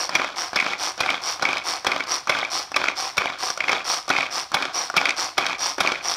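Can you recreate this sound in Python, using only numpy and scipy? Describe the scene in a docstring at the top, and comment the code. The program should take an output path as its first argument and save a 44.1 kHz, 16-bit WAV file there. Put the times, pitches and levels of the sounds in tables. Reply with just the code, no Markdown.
"""A hand-held pull-cord food chopper, worked with fourteen quick pulls close to the microphone in a small room.
Its spring winds the cord in before and after each pull: the cord rasps and sings through the lid
while the pawl ticks over its ratchet. Each pull takes up the slack, the pawl catches with a clack,
and the blades knock vegetable pieces round the plastic jar. Faint room tone lies underneath."""
import sys
import numpy as np
from scipy import signal
from scipy.fft import rfft, irfft
from scipy.io import wavfile
from scipy.ndimage import uniform_filter1d, minimum_filter1d

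SR = 44100
rng = np.random.default_rng(int(sys.argv[2]) if len(sys.argv) > 2 else 0)


def store_pcm(level_fs):
    """Save levels as 16-bit WAV."""
    pcm = np.round(np.clip(level_fs, -1, 1) * 32767).astype(np.int16)
    wavfile.write(sys.argv[1], SR, np.atleast_2d(pcm).T)


N = 271656
TIME = np.arange(N) / SR
BLOW_S = .005   # a blow's level is its energy spread over this time


def from_db(db):
    """Decibels to gain."""
    return 10 ** (np.asarray(db) / 20)


def rms_one(x):
    """Scale to an rms of 1."""
    return x / np.sqrt(np.mean(x ** 2) + 1e-20)


def unit_energy(x):
    """Scale to an energy of 1."""
    return x / np.sqrt(np.sum(x ** 2) + 1e-20)


def response(modes, scatter_db=0, detune=0, size=2048):
    """Ring of a part; where it is struck scatters the strengths and pitches of its resonances."""
    hz, width, db = np.transpose(modes)[:, :, None]
    hz = hz * (1 + detune * rng.standard_normal(hz.shape))
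    strength = from_db(db + scatter_db * rng.standard_normal(db.shape))
    grid_hz = np.arange(size // 2 + 1) * SR / size
    peaks = strength / (1 + (2 * (grid_hz - hz) / width) ** 2)
    cepstrum = irfft(np.log(np.sum(peaks ** 2, axis=0)) / 2)
    cepstrum[1:size // 2] *= 2   # folding the cepstrum gives minimum phase: nothing sounds early
    cepstrum[size // 2 + 1:] = 0
    return unit_energy(irfft(np.exp(rfft(cepstrum))))


def through(force, modes):
    """A force played through a part's resonances."""
    return signal.oaconvolve(force, response(modes))[:N]


def soften(x, cut_hz):
    """Low-pass: soft contacts and walls lose their treble."""
    return signal.sosfilt(signal.butter(2, cut_hz, fs=SR, output="sos"), x)


def grains(per_s, spread_db):
    """Random tiny contacts of uneven size; rms 1."""
    sizes = from_db(spread_db * np.clip(rng.standard_normal(N), -2, 2))
    signs = rng.choice([-1, 1], N)
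    return rms_one(sizes * signs * (rng.random(N) < per_s / SR))


def latest(rows):
    """At every moment: the time since a table's latest event began, then that event's other columns."""
    starts, *columns = np.transpose(rows)
    index = np.maximum(np.searchsorted(starts, TIME, side="right") - 1, 0)
    return [TIME - starts[index]] + [column[index] for column in columns]


def rasp_gain(age, rise_s, slow_s, peak_db, climb_db=11, fall_db=19, creep_db=-43, fade_db_per_s=90):
    """Each return is an arch: the spool speeds up, the hand slows it, the last of the cord creeps in."""
    rising = peak_db - climb_db * (1 - age / rise_s) ** 2
    slowing = peak_db - fall_db * ((age - rise_s) / slow_s) ** 2
    creeping = creep_db - fade_db_per_s * (age - rise_s - slow_s)
    return from_db(np.where(age < rise_s, rising, np.maximum(slowing, creeping)))


def ratchet_ticks(speed, slow_per_s, fast_per_s, jitter, spread_db):
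    """One tick a tooth, closer together as the spool spins faster; rms 1."""
    per_s = slow_per_s + (fast_per_s - slow_per_s) * speed
    teeth_passed = np.floor(np.cumsum(per_s) / SR)
    at = np.flatnonzero(np.diff(teeth_passed))
    late, strength = rng.standard_normal((len(at), 2)).T
    moved = np.clip(at + jitter * late * SR / per_s[at], 0, N - 1).astype(int)
    ticks = np.zeros(N)
    ticks[moved] = from_db(spread_db * np.clip(strength, -2, 2)) / np.sqrt(per_s[at])
    return rms_one(ticks)


def chatter(ticks, decay_s):
    """The pawl chatters briefly on each tooth that it drops from; rms 1."""
    decay = np.exp(-1 / (decay_s * SR))
    envelope = signal.lfilter([1], [1, -decay], ticks + 1e-18)
    return rms_one(envelope * rng.standard_normal(N))


def singing(speed, rest_hz, rise, width_hz):
    """The cord sticks and slips in its eye: an unsteady narrow zing that sharpens with speed; rms 1."""
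    waver = soften(rng.standard_normal(N) + 1j * rng.standard_normal(N), width_hz)
    phase = 2 * np.pi * np.cumsum(rest_hz * (1 + rise * speed)) / SR
    return rms_one(np.real(waver * np.exp(1j * phase)))


# the cord's returns: (start [s], speeding up [s], slowing [s], rasp peak [dB], relative singing [dB])
CORD_RETURNS = [(-.06, 0.057, 0.11, -26, -10), (0.356, 0.035, 0.13, -27.5, -22),
                (.78, 0.059, 0.11, -25.5, -11), (1.215, 0.071, 0.11, -26.5, -10.5),
                (1.638, .057, 0.12, -26, -18), (2.066, .06, 0.1, -26.5, -3), (2.5, 0.051, 0.12, -26, -21),
                (2.955, 0.052, 0.14, -27, -12), (3.383, 0.064, 0.12, -26.5, -26),
                (3.843, 0.077, 0.11, -24, -11), (4.305, .06, 0.11, -26.5, -31),
                (4.728, 0.048, 0.14, -27, -4), (5.16, 0.046, 0.12, -25.5, -16),
                (5.582, 0.061, 0.12, -25, -7), (6.025, 0.062, 0.12, -26, -8.5)]
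# resonances of the spool and of the ratchet: (frequency [Hz], width [Hz], level [dB])
SPOOL_MODES = [(347, 140, -8), (510, 64, -4.5), (750, 210, 2), (1023, 360, 1), (1230, 250, 0.5),
               (1510, 600, -5.5), (2215, 970, -5.5)]
RATCHET_MODES = [(3455, 1330, -8.5), (4410, 400, -3.5), (5130, 1100, -3), (5604, 470, 0.5),
                 (5940, 330, -6.5), (7000, 1450, -17.5), (8160, 470, -19), (9000, 2230, -20),
                 (11540, 2200, -27), (14000, 2100, -30.5)]
def rewind():
    """The spring spins the spool back: the pawl ticks and the cord rubs and sings through its eye."""
    age, rise_s, slow_s, peak_db, sing_db = latest(CORD_RETURNS)
    rasp = rasp_gain(age, rise_s, slow_s, peak_db)
    speed = np.sqrt(rasp / rasp.max())
    rumble = from_db(-4) * rasp ** .96   # the spool's rumble grows more slowly than the rasp
    ticks = ratchet_ticks(speed, slow_per_s=55, fast_per_s=190, jitter=.1, spread_db=2.4)
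    ticks = chatter(ticks, decay_s=.00075) * np.sqrt(speed)   # a slow spool lets the pawl down gently
    spool = through(.17 * ticks + 1.083 * grains(per_s=1800, spread_db=6), SPOOL_MODES)
    rubbing = grains(per_s=3000, spread_db=2.5)
    ratchet = through(.78 * soften(ticks, cut_hz=15000) + .62 * rubbing, RATCHET_MODES)
    zing = singing(speed, rest_hz=5500, rise=.045, width_hz=75)
    zing *= speed ** 2 * from_db(5 + sing_db)   # only a fast cord sings
    return (1 - pulling(turn_s=.0054)) * (rumble * spool + rasp * (ratchet + zing))


def room(x, t60_s=.26, level_db=-14.5, size=16384):
    """The small room answers with a short tail, 3 ms behind the direct sound, from the nearest surface."""
    age = np.arange(size) / SR
    tail = rng.standard_normal(size) * from_db(-60 * age / t60_s) * (age > .003)
    tail = unit_energy(soften(tail, cut_hz=16600))
    return from_db(level_db) * signal.oaconvolve(x, tail)[:N]


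# bands of the room's still air: (frequency [Hz], width [Hz], level [dB])
AIR_BANDS = [(64, 160, -3), (130, 260, -18), (800, 1100, -11), (4000, 2600, -8.5)]
def room_tone(level_db=-53.5):
    """Still air round the microphone: a faint, steady rumble and hiss."""
    return from_db(level_db) * through(rng.standard_normal(N), AIR_BANDS)


def strokes():
    """Start, catch and end of each pull, in seconds; a pull ends as the next return begins."""
    cycles = zip(CORD_PULLS, PAWL_CATCHES, CORD_RETURNS[1:])
    return np.array([(pull[0], catch[0], back[0]) for pull, catch, back in cycles])


def pulling(turn_s):
    """1 while the cord is drawn out, 0 while it runs back, with a short turn between."""
    inside_s = np.max([np.minimum(TIME - start, end - TIME) for start, _, end in strokes()], axis=0)
    return np.clip(.5 + inside_s / turn_s, 0, 1)


def tumble_gain(drive_s, full_db, rest_db, slack_db=-11.5, taut_db=-.5):
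    """The rattle swells as the cord tightens, holds from the catch while the arm drives, then settles."""
    times, levels = [], []
    for (start, catch, end), hold_s, db in zip(strokes(), drive_s, full_db):
        times += [start, catch, catch + BLOW_S, min(catch + hold_s, end - BLOW_S), end]
        levels += [db + slack_db, db + taut_db, db, db, rest_db]
    return from_db(np.interp(TIME, times, levels))


# the cord is drawn out: (start [s], drive after the catch [s], thudding [dB], clatter [dB])
CORD_PULLS = [(.085, 0.057, -28, -29), (.53, 0.16, -30.5, -28.5), (.977, .13, -28.5, -29.5),
              (1.394, 0.14, -29, -30.5), (1.845, 0.045, -26.5, -28.5), (2.271, 0.1, -28.5, -29),
              (2.739, 0.12, -29, -29), (3.163, 0.067, -29.5, -30.5), (3.573, 0.061, -27.5, -28),
              (4.079, 0.13, -29, -28), (4.517, 0.091, -27.5, -31), (4.937, 0.12, -27.5, -28.5),
              (5.37, 0.12, -27.5, -27), (5.781, 0.089, -28, -28.5)]
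# resonances of the jar's body, the blades and the jar's wall: (frequency [Hz], width [Hz], level [dB])
JAR_MODES = [(146, 60, -21), (191, 32, -11.5), (287, 110, -5.5), (376, 50, -5), (527, 128, -3.5),
             (647, 83, 0), (764, 173, 0.5), (1000, 430, -2.5), (1171, 125, 1), (1412, 720, 0.5)]
BLADE_MODES = [(1990, 480, -17), (2253, 245, -2), (2450, 200, -3.5)]
WALL_MODES = [(3146, 590, -0.5), (3386, 580, -0.5), (3790, 410, -4), (4380, 550, -2.5), (5200, 1770, -3.5),
              (7340, 540, -21.5), (9130, 2000, -25.5), (13500, 3000, -32.5)]
def tumbling():
    """Vegetable pieces tumble round the jar during each pull: a dense, gritty rattle."""
    _, drive_s, thud_db, clatter_db = np.transpose(CORD_PULLS)
    thud = tumble_gain(drive_s, thud_db, rest_db=-40)
    clatter = tumble_gain(drive_s, clatter_db, rest_db=-40.5)
    big_pieces = .6 * grains(per_s=520, spread_db=6)   # these shake every part at once
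    jar = through(big_pieces + .77 * grains(per_s=1800, spread_db=5), JAR_MODES)
    blades = from_db(-4) * through(big_pieces + .75 * grains(per_s=450, spread_db=15), BLADE_MODES)
    wall = from_db(-8) * through(big_pieces + 1.07 * grains(per_s=1900, spread_db=5), WALL_MODES)
    # late in a pull the pieces are pressed outwards and scrape along the wall, ringing two of its modes
    progress = np.interp(TIME, strokes()[:, ::2].ravel(), np.tile([0, 1], len(CORD_PULLS)))
    pressure = np.sin(np.pi * progress ** 2) ** 2
    scrape = from_db(-5.5) * pressure * through(grains(per_s=160, spread_db=7), WALL_MODES[1:3])
    return pulling(turn_s=.01) * (thud * jar + clatter * (blades + wall + scrape))


def blows(rows, parts, part_db, crunch, crunch_s, scatter_db, detune=.014, size=2048):
    """Each blow is a click and a short crunch of after-contacts, ringing each part at its own level."""
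    out, age = np.zeros(N + size), np.arange(size) / SR
    for time_s, *levels in rows:
        start = int(time_s * SR)
        for modes, db in zip(parts, np.add(levels, part_db)):
            force = crunch * unit_energy(rng.standard_normal(size) * np.exp(-(age / crunch_s) ** 2))
            force[0] += 1   # the click
            ring = signal.fftconvolve(force, response(modes, scatter_db, detune))[:size]
            out[start:start + size] += from_db(db) * np.sqrt(BLOW_S * SR) * unit_energy(ring)
    return out[:N]


# light ticks of handle and spool: (time [s], jar level [dB], ratchet level [dB])
SLACK_TICKS = [(0.093, -24.5, -27), (0.532, -25.5, -37), (0.978, -35, -34.5), (1.396, -29.5, -40),
               (1.847, -23, -30.5), (2.273, -23, -33), (2.718, -29.5, -36.5), (3.17, -33, -29),
               (3.503, -25, -23), (3.575, -26.5, -31.5), (4.08, -28, -34), (4.092, -39, -27),
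               (4.518, -29, -36), (4.9, -22.5, -32), (4.941, -24, -39), (5.782, -23, -33)]
def slack():
    """Handle and spool tick as the cord turns about and its slack is taken up."""
    return blows(SLACK_TICKS, (JAR_MODES, RATCHET_MODES), part_db=[1.5, 1.5],
                 crunch=1.3, crunch_s=.0049, scatter_db=2.5)


# the pawl catches: (time [s], jar level [dB], blade level [dB], lid level [dB], thud in the hand [dB])
PAWL_CATCHES = [(0.152, -15.5, -9, -16.5, -34), (0.559, -18.5, -40, -18.5, -47),
                (1.005, -17, -18.5, -20, -34), (1.424, -16, -37, -22.5, -36),
                (1.867, -16.5, -18.5, -18.5, -40), (2.2951, -11, -10.5, -16.5, -46),
                (2.7626, -14, -15.5, -18.5, -54), (3.179, -17, -15, -19.5, -34),
                (3.693, -18.5, -14, -27.5, -47), (4.102, -13, -26, -21.5, -39),
                (4.543, -13, -19.5, -15.5, -33), (4.966, -12.5, -18, -14.5, -29.5),
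                (5.38, -14.5, -16.5, -17.5, -39), (5.805, -12.5, -18, -16, -31)]
# resonances of the lid and of the holding hand: (frequency [Hz], width [Hz], level [dB])
LID_MODES = [(3404, 410, 3), (4060, 150, -1.5), (4760, 2000, -5), (5527, 550, -1.5), (6800, 3100, -25),
             (9300, 1400, -21.5), (11200, 2400, -24), (14300, 2300, -29)]
HAND_MODES = [(69, 74, -0.2), (130, 110, -0.88), (183, 73, 5)]
def pawl(skid_lead_s=.002):
    """The pawl skids on to its tooth, then slams home and chatters as it jerks the blades round."""
    skids = [(time_s - skid_lead_s, lid_db) for time_s, _, _, lid_db, _ in PAWL_CATCHES]
    skid = blows(skids, (LID_MODES,), part_db=[-10], crunch=4.3, crunch_s=.017, scatter_db=5.5)
    clack = blows(PAWL_CATCHES, (JAR_MODES, BLADE_MODES, LID_MODES, HAND_MODES), part_db=[.53, 0, 1, 0],
                  crunch=2.43, crunch_s=.0075, scatter_db=1.5)
    return soften(skid, cut_hz=8900) + clack


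def stray_knocks(per_pull=3, jar_db=-39, blade_db=-33, wall_db=-42, spread_db=5.5):
    """Lighter knocks fall at random in the middle of each pull; rows as in PIECE_KNOCKS."""
    _, catch, end = np.repeat(strokes(), per_pull, axis=0).T
    times = catch + rng.uniform(.1, .8, len(catch)) * (end - catch)
    levels = rng.normal([jar_db, blade_db, wall_db], spread_db, (len(catch), 3))
    return np.column_stack([times, levels])


# big pieces are struck: (time [s], jar level [dB], blade level [dB], wall level [dB])
PIECE_KNOCKS = [(.165, -29, -30, -32), (.197, -20, -38, -37), (.217, -23, -26, -34), (.245, -21, -25, -31),
                (.57, -24, -19, -37), (.588, -35, -18, -37), (.6, -28, -13.5, -26), (.625, -23, -23, -40),
                (.664, -21, -25, -30), (.734, -28, -22, -35), (1.034, -41, -22, -38),
                (1.061, -21.5, -44, -27.5), (1.09, -21.5, -16, -42), (1.103, -25, -19.5, -20),
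                (1.142, -25, -27, -35), (1.178, -35, -30, -36), (1.439, -24, -38, -38),
                (1.452, -21, -13.5, -25), (1.488, -22.5, -22, -29), (1.508, -34, -24, -33),
                (1.53, -24.5, -19, -30), (1.57, -44, -21, -29), (1.581, -35, -37, -28),
                (1.917, -27, -16.5, -26.5), (1.962, -20.5, -31, -27), (2.005, -22.5, -20, -31),
                (2.038, -35, -42, -33), (2.35, -21.5, -40, -29), (2.387, -24, -27, -28),
                (2.428, -22, -41, -43), (2.449, -49, -20.5, -32), (2.743, -30.5, -21.5, -36),
                (2.815, -23.5, -23, -31), (2.841, -17.5, -29, -27), (2.884, -21.5, -14.5, -25),
                (3.219, -21, -42, -33), (3.257, -19.5, -43, -26.5), (3.27, -41, -23, -46),
                (3.3, -25.5, -28, -35), (3.605, -30, -15.5, -30.5), (3.64, -25.5, -21.5, -35),
                (3.682, -26, -18, -29), (3.718, -25, -22, -24), (3.73, -18, -25, -25.5),
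                (4.114, -40, -20, -40), (4.151, -23, -36, -40), (4.165, -43, -16.5, -28.5),
                (4.18, -40, -23, -29), (4.185, -16.5, -19, -30), (4.207, -30, -18.5, -27),
                (4.228, -27, -20, -48), (4.264, -35, -35, -37), (4.624, -22.5, -23, -25),
                (4.653, -23.5, -29, -28), (4.978, -37, -11.5, -21), (5.014, -23.5, -26, -27.5),
                (5.055, -33, -13.5, -21.5), (5.087, -24.5, -28, -32), (5.092, -41, -16.5, -23),
                (5.106, -44, -18.5, -25), (5.455, -21.5, -37, -42), (5.465, -28, -23.5, -20.5),
                (5.529, -28, -26, -36), (5.549, -43, -26, -47), (5.849, -20.5, -41, -41),
                (5.862, -41, -22, -25.5), (5.874, -30, -14, -22.5), (5.919, -22, -22, -24.5),
                (5.955, -46, -23.5, -41)]
def knocks():
    """The blades hit a piece or fling it against the wall: hard knocks above the rattle."""
    hits = list(PIECE_KNOCKS) + list(stray_knocks())
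    return blows(hits, (JAR_MODES, BLADE_MODES, WALL_MODES), part_db=[.3, .1, .6],
                 crunch=2.1, crunch_s=.0035, scatter_db=2, detune=.027)


def scene():
    """The chopper close up, the small room behind it, in mono."""
    chopper = slack() + pawl() + knocks() + tumbling() + rewind()
    return (chopper + room_tone() + room(chopper))[None]


def limiter(x, top, size=90):
    """The gain ducks for a moment round each peak that passes the top."""
    needed = np.minimum(1, top / (np.abs(x) + 1e-9))
    return x * uniform_filter1d(minimum_filter1d(needed, size), size)


def record(dry, low_cut_hz=48, high_cut_hz=15800):
    """The microphone loses the deep bass, a limiter holds the peaks, and the highest treble is cut."""
    low_cut = signal.butter(2, low_cut_hz, "high", fs=SR, output="sos")
    high_cut = signal.ellip(10, .2, 80, high_cut_hz, fs=SR, output="sos")
    limited = limiter(signal.sosfilt(low_cut, dry), top=.6)
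    return signal.sosfilt(high_cut, limited)


dry = scene()
out = record(dry)
store_pcm(out)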